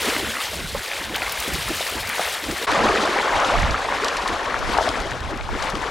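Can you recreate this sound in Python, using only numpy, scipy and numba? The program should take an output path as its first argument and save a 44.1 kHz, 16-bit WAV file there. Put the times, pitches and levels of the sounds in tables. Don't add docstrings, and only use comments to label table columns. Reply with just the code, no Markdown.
import sys
import numpy as np
from scipy import signal
from scipy.fft import rfft, irfft, next_fast_len
from scipy.io import wavfile
from scipy.ndimage import uniform_filter1d, map_coordinates
from numba import njit

SR = 44100
rng = np.random.default_rng(int(sys.argv[2]) if len(sys.argv) > 2 else 0)


def natural_amplitude(level_db):
    exponent = np.asarray(level_db, float) / 20
    return 10 ** exponent


def store_pcm(level_fs):
    pcm = np.round(np.clip(level_fs, -1, 1) * 32767).astype(np.int16)
    wavfile.write(sys.argv[1], SR, np.atleast_2d(pcm).T)


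N = 260542

JOIN_S, FADE_S = 2.666, 0.01
CALM_DB, WAKE_DB = (-53.5, -43), (-20.5, -12)

# pitch_hz, relative_level_db
WATER_COLOUR = [
    [(13, -39), (22, -19), (55, 0), (110, -9.5), (190, -9.5), (300, -6), (467, -3), (705, -3.5), (832, -4),
     (1290, -4.5), (2120, -3), (6030, -20.5), (9370, -22.5), (15800, -29)],
    [(13, -33), (22, -5), (48, -2.5), (110, -10), (190, -15), (389, -6.5), (1060, -4.5), (1150, -5.5),
     (1770, -9.5), (2460, -15), (6880, -32), (10900, -43), (14300, -54)],
]
# pitch_hz, left_minus_right_db
PORT_LEAN = [(60, -5.5), (130, -2), (300, 0), (1000, 2), (5000, 2), (9000, 3.5), (15000, 4.5)]
# low_hz, high_hz, bubbles_per_s (in each swarm),
# ring_cycles (each bubble takes 0.19 to 0.69 of this to decay), size_scatter_db, clumping_db,
# bubbles_over_rush_db, patchiness_db, quietest_db
LAYERS = [(14.5, 199.3, 33, 2.7, 4.5, 1, -20, 1, -59), (185.4, 430.6, 160, 3.65, 4.5, 1.5, -11, 3, -73),
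          (450, 3242, 1100, 7.97, 2, 1.57, -3, 1.4, -59), (3263, 15670, 2800, 7.1, 3, 4.5, -1, 0.9, -48.5)]
# start_s, level_db, pitch_hz
PLOPS = [(.048, -20.5, 450), (0.0813, -15, 407), (0.121, -22, 450), (.1644, -7.5, 1850), (0.198, -21, 400),
         (0.3685, -18, 1230), (0.409, -16.5, 1140), (.5315, -20.5, 563), (.588, -27, 335),
         (.7476, -14, 523), (.7543, -19, 1030), (0.793, -18, 1440), (.9149, -14, 2020),
         (.9663, -15.5, 2070), (1.1444, -14, 3080), (1.1495, -14.5, 1460), (1.1545, -14, 2020),
         (1.161, -15, 3270), (1.1586, -10, 2700), (1.166, -16.5, 1010), (1.209, -21, 573),
         (1.2197, -9, 2190), (1.2237, -16, 680), (1.2656, -14, 1980), (1.276, -20, 1030),
         (1.4779, -20, 342), (1.681, -15, 1110), (1.7014, -16.5, 306), (1.8069, -17, 610),
         (1.8268, -15, 2700), (2.0987, -11.5, 1820), (2.182, -12, 910), (2.1935, -10, 616),
         (2.2145, -17, 1800), (2.4854, -21.5, 273), (2.4968, -21.5, 450), (2.6784, -16, 1130),
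         (2.6885, -11, 1110), (2.723, -11, 1300), (2.8516, -11, 441), (2.9747, -9.5, 2180),
         (3.1878, -8, 2020), (3.28, -13, 1060), (3.4472, -12.5, 3040), (3.631, -9.5, 1920),
         (3.743, -8, 1130), (3.887, -11.5, 960), (3.923, -11.5, 880), (4.168, -13.5, 2340),
         (4.259, -10.5, 1020), (4.2773, -13.5, 4000), (4.3651, -15, 780), (4.4976, -16, 1540),
         (4.5425, -11, 1255), (4.6853, -16, 250), (4.7687, -7.5, 790), (4.7846, -3, 760),
         (4.8086, -6.5, 680), (4.8744, -10.5, 625), (4.891, -13, 2980), (4.9552, -13, 1500),
         (5.117, -14, 1640), (5.3261, -26, 318), (5.41, -19, 2200), (5.489, -17, 960), (5.552, -18, 269),
         (5.754, -17, 2860), (5.8273, -13.5, 915)]
# start_s, level_db, treble_db (bright hiss relative to dull hiss)
DROPS = [(1.145, -25, -20), (1.16, -26.5, 7), (1.294, -18, -4), (1.3214, -21.5, 8), (1.3488, -37, -6),
         (1.401, -28, 14.5), (1.48, -32, 12), (1.535, -32, 15), (1.685, -33, 14), (1.7649, -28, 4),
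         (1.85, -36, 12), (1.875, -37, 12), (1.897, -29, 8), (2.072, -19, -5), (2.091, -21, 3),
         (2.4389, -22, -12), (2.511, -17.5, -10), (2.6249, -17, -10), (2.7147, -15.5, -12),
         (2.8883, -24, -10), (3.054, -19, -16), (3.399, -19, -25), (3.62, -19, -20), (3.708, -18, -24),
         (4.0444, -12, -12), (4.0821, -12, -26), (4.168, -15, -15), (4.2763, -18, -12), (4.589, -23, -10),
         (4.776, -18, -20), (4.888, -16, -15), (5.001, -21.5, -13), (5.1083, -24, -15), (5.204, -28, -12),
         (5.3084, -31, -17), (5.3732, -29, -10), (5.623, -17, -20), (5.7, -22, -8), (5.752, -25, -12)]
# pitch_hz, unrelated_under_shared_db
WATER_WIDTH = [
    [(30, -22), (70, -10), (170, -12), (350, -25), (1200, -30), (4000, -32), (9000, -28), (15000, -32)],
    [(30, -0.5), (70, -11.5), (160, -10), (350, -17.5), (1200, -13), (3200, -9.5), (4200, -27), (8000, -16),
     (15000, -11)],
]
# time_s, churn_db, spray_over_churn_db
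LEG_EFFORT = [
    [(0, -28.5, -0.5), (.09, -26.5, 2.5), (.26, -29.5, -2), (.43, -30, -1), (.6, -35, 2), (.72, -36.5, 1),
     (.94, -29.5, -2), (1.1, -33, -3), (1.19, -30, -3.5), (1.36, -30.5, 0.5), (1.7, -31, 0.5),
     (1.87, -29.5, 1), (2.03, -31.5, -3.5), (2.21, -27.5, -1.5), (2.3, -29, 1), (2.42, -32.5, -3),
     (2.65, -29.5, -1)],
    [(2.68, -20, -10), (2.86, -19.5, -10.5), (3.1, -22.5, -8.5), (3.27, -22.5, -10), (3.37, -20, -11.5),
     (3.61, -21.5, -10), (3.72, -25.5, -10), (3.87, -26.5, -9.5), (4.04, -23, -10.5), (4.13, -26, -7.5),
     (4.29, -25.5, -9), (4.46, -25.5, -12), (4.54, -26, -11.5), (4.63, -29, -8), (4.72, -23.5, -10),
     (4.97, -27, -8.5), (5.06, -28.5, -10), (5.22, -33.5, -10.5), (5.31, -30.5, -13.5), (5.42, -35, -11),
     (5.56, -29, -12), (5.65, -27.5, -7.5), (5.74, -29.5, -13), (5.84, -27.5, -8.5), (5.9, -31, -10.5)],
]
# time_s, left_minus_right_db
BEARING = [(0, -1), (1.1, -1), (2.6, 0.2), (2.7, -0.5), (4.1, 0), (4.6, 2), (5.9, 3)]
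# crest_s, level_db, length_s
SLOSHES = [(.08, -31, 0.13), (.23, -33.5, 0.26), (.57, -40, 0.13), (1.12, -35.5, 0.18), (1.51, -35.5, 0.21),
           (1.7, -37, 0.043), (1.95, -32.5, 0.086), (2.21, -36, 0.047), (2.49, -32, 0.11),
           (2.64, -35, 0.066), (2.86, -24.5, 0.15), (3.0, -29.5, 0.52), (3.66, -38, 0.084),
           (4.02, -47, 0.079), (4.32, -30, 0.071), (4.6, -32.5, 0.14), (4.69, -30, 0.054),
           (4.95, -31.5, 0.41), (5.33, -34, 0.11), (5.56, -33, 0.087), (5.83, -40, 0.22)]
# crest_s, level_db,
# length_s
GUSTS = [(.05, -41, 0.18), (.25, -34, .14), (.48, -45, 0.092), (.62, -31, .16), (.76, -34, 0.087),
         (1.0, -42, .08), (1.1, -39, 0.11), (1.3, -43, 0.34), (1.55, -30.5, 0.11), (1.71, -34, 0.18),
         (2.0, -41, 0.25), (2.5, -34, .1), (2.72, -38, 0.12), (2.86, -29.5, 0.13), (3.36, -30.5, 0.045),
         (3.64, -22.5, 0.21), (4.3, -43, 0.12), (4.7, -33, 0.25), (5.25, -31, 0.59), (5.55, -32, 0.24),
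         (5.75, -33.5, .2), (5.88, -39, 0.12)]
# start_s, level_db, starting_pitch_hz, decay_s
GURGLES = [(.225, -24, 304, .012), (1.045, -28, 1330, .006), (1.228, -34, 693, .012), (2.2, -22, 614, .014),
           (2.815, -16.5, 303, .02), (2.93, -19, 331, 0.0293), (3.38, -17, 707, .014),
           (3.51, -15.5, 479, 0.022), (4.02, -21.5, 329, .015), (4.33, -19.5, 597, .022),
           (5.05, -22, 480, .012), (5.29, -26, 475, .02), (5.52, -25, 197, .025)]
TOP_HZ = (15830, 14250)


def unit(x):
    return x / np.sqrt(np.mean(x ** 2) + 1e-20)


def along(points, hz):
    point_hz, value = np.transpose(points)
    return np.interp(np.log(hz + 1), np.log(point_hz + 1), value)


def filtered(x, response):
    size = next_fast_len(N + 8192)
    hz = np.fft.rfftfreq(size, 1 / SR)
    return irfft(rfft(x, size) * response(hz), size)[..., :N]


def curves(rows):
    time_s, *columns = np.transpose(rows)
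    return [np.interp(np.arange(N) / SR, time_s, column) for column in columns]


def surges(rows):
    t = np.arange(N) / SR
    power = np.zeros(N)
    for crest_s, level_db, length_s in rows:
        bell = np.exp(-(2 * (t - crest_s) / length_s) ** 2)
        power += (natural_amplitude(level_db) * bell) ** 2
    return np.sqrt(power)


def wobble(rate):
    knots = rng.standard_normal(int(N * rate / SR) + 4)
    return map_coordinates(knots, [np.arange(N) * rate / SR])


@njit
def add(out, start, hz, cycles, size, rise, attack):
    for g in range(len(start)):
        life = cycles[g] * SR / hz[g]
        first = int(start[g])
        for i in range(first + 1, min(len(out), first + int(7 * life) + 2)):
            u = max(i - start[g], 0.) / life
            phase = 2 * np.pi * cycles[g] * (u + rise * u * u / 2)
            out[i] += size[g] * np.exp(-u) * (1 - np.exp(-u / attack)) ** 2 * np.sin(phase)


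def bubbles(low_hz, high_hz, rate, ring_cycles, scatter_db, clump_db):
    crowding = natural_amplitude(clump_db * (.7 * wobble(22) + wobble(55)))
    crowd = np.cumsum(crowding)
    swarms = np.zeros((2, N))
    for swarm in swarms:
        u = rng.random((int(rate * N / SR), 4))
        start = np.interp(u[:, 0] * crowd[-1], crowd, np.arange(N))
        hz = np.minimum(0.8165 * low_hz * (1.49 * high_hz / low_hz) ** u[:, 1], .4 * SR)
        size = hz * natural_amplitude(-scatter_db * np.log(1.02 - u[:, 2]))
        cycles = ring_cycles * (0.38 + u[:, 3]) / 2
        add(swarm, start, hz, cycles, size, .1, .45)
    return unit(swarms)


def rush(patchy_db):
    noise = signal.stft(rng.standard_normal((2, N)), nperseg=512)[2]
    patches = uniform_filter1d(rng.standard_normal(noise.shape[1:]), size=8, axis=0)
    patches = uniform_filter1d(patches, size=6, axis=1)
    patchy = noise * natural_amplitude(patchy_db * unit(patches))
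    return unit(signal.istft(patchy, nperseg=512)[1][:, :N])


def placed(pair, low_hz, high_hz, colour, width):
    def shape(hz):
        slopes = np.sqrt((1 + (low_hz / (hz + 1)) ** 6) * (1 + (hz / high_hz) ** 6))
        band = natural_amplitude(along(colour, hz)) / slopes
        return band * [np.ones_like(hz), natural_amplitude(along(width, hz))]

    mid, side = filtered(pair, shape)
    return np.array([mid + side, mid - side]) / np.sqrt(np.mean(mid ** 2))


def wind_and_river():
    t = np.arange(N) / SR
    fade_out = np.clip((JOIN_S - t) / (2 * FADE_S), 0, 1)
    fade_in = np.clip((t - JOIN_S) / FADE_S, 0, 1)
    gust, slosh = surges(GUSTS), surges(SLOSHES)
    levels = []
    for rows, calm_db, wake_db in zip(LEG_EFFORT, CALM_DB, WAKE_DB):
        churn_db, spray_db = curves(rows)
        wind = np.hypot(gust, natural_amplitude(calm_db))
        wash = np.hypot(slosh, natural_amplitude(churn_db + wake_db))
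        levels.append([wind, wash, natural_amplitude(churn_db), natural_amplitude(churn_db + spray_db)])
    out = np.zeros((len(LAYERS), 2, N))
    for k, layer in enumerate(LAYERS):
        low_hz, high_hz, rate, ring_cycles, scatter_db, clump_db, mix_db, patchy_db, floor_db = layer
        swarm = bubbles(low_hz, high_hz, rate, ring_cycles, scatter_db, clump_db)
        pair = natural_amplitude(mix_db) * swarm + rush(patchy_db)
        for level, colour, width, fade in zip(levels, WATER_COLOUR, WATER_WIDTH, [fade_out, fade_in]):
            loudness = fade * np.hypot(level[k], natural_amplitude(floor_db))
            out[k] += loudness * placed(pair, low_hz, high_hz, colour, width)
    return out[0], out[1:].sum(axis=0)


def plops():
    start_s, level_db, hz = np.transpose(PLOPS)
    out = np.zeros(N)
    cycles = 2.05 * (hz / 1000) ** 0.12
    add(out, start_s * SR, hz, np.maximum(cycles, .5), natural_amplitude(level_db + 3.5), .07, .28)
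    u = rng.random((len(start_s), 4, 3))
    start = (start_s[:, None] + 0.019 * u[..., 0] ** 2) * SR
    pitch_hz = hz[:, None] * 2 ** (1.38 * u[..., 1] - .35)
    size = natural_amplitude(level_db[:, None] + 1.5 - 6.1 * u[..., 0] - 1.4 * u[..., 2])
    add(out, start.ravel(), pitch_hz.ravel(), np.full(start.size, 1.6), size.ravel(), .07, .3)
    return out


def gurgles():
    start_s, level_db, hz, decay_s = np.transpose(GURGLES)
    out = np.zeros(N)
    cycles = np.maximum(hz * decay_s, 1)
    glide = 0.3
    add(out, start_s * SR, hz, cycles, natural_amplitude(level_db + 4), glide, .4)
    return out


def drops():
    def hiss(low_hz, high_hz):
        def band(hz):
            return 1 / np.sqrt((1 + (low_hz / (hz + 1)) ** 4) * (1 + (hz / high_hz) ** 10))
        return unit(filtered(rng.standard_normal(N), band))

    dull = hiss(3000, 6170)
    bright = np.where(np.arange(N) / SR < JOIN_S, hiss(8100, 20000), hiss(7400, 10300))
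    out = np.zeros(N)
    ms = np.arange(SR // 25) / SR * 1000
    envelope = np.exp(-ms / 3.03) * (1 - np.exp(-ms / 1.05))
    for start_s, level_db, treble_db in DROPS:
        first = round(start_s * SR)
        at = slice(first, first + len(ms))
        out[at] += natural_amplitude(level_db - 2.5) * envelope * (dull[at] + natural_amplitude(treble_db) * bright[at])
    return out


def scene():
    wind, river = wind_and_river()
    water = river + plops() + gurgles() + drops()
    bearing_db, = curves(BEARING)
    return wind + water * natural_amplitude([bearing_db / 2, -bearing_db / 2])


def band_limit(x):
    return signal.sosfilt(signal.butter(12, 16920, fs=SR, output="sos"), x)


def record(dry):
    ports = filtered(dry, lambda hz: natural_amplitude(along(PORT_LEAN, hz) * [[.5], [-.5]]))
    first, second = (filtered(ports, lambda hz: hz < top_hz) for top_hz in TOP_HZ)
    mix = np.where(np.arange(N) / SR < JOIN_S, first, second)
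    return band_limit(mix)


dry = scene()
out = record(dry)
store_pcm(out)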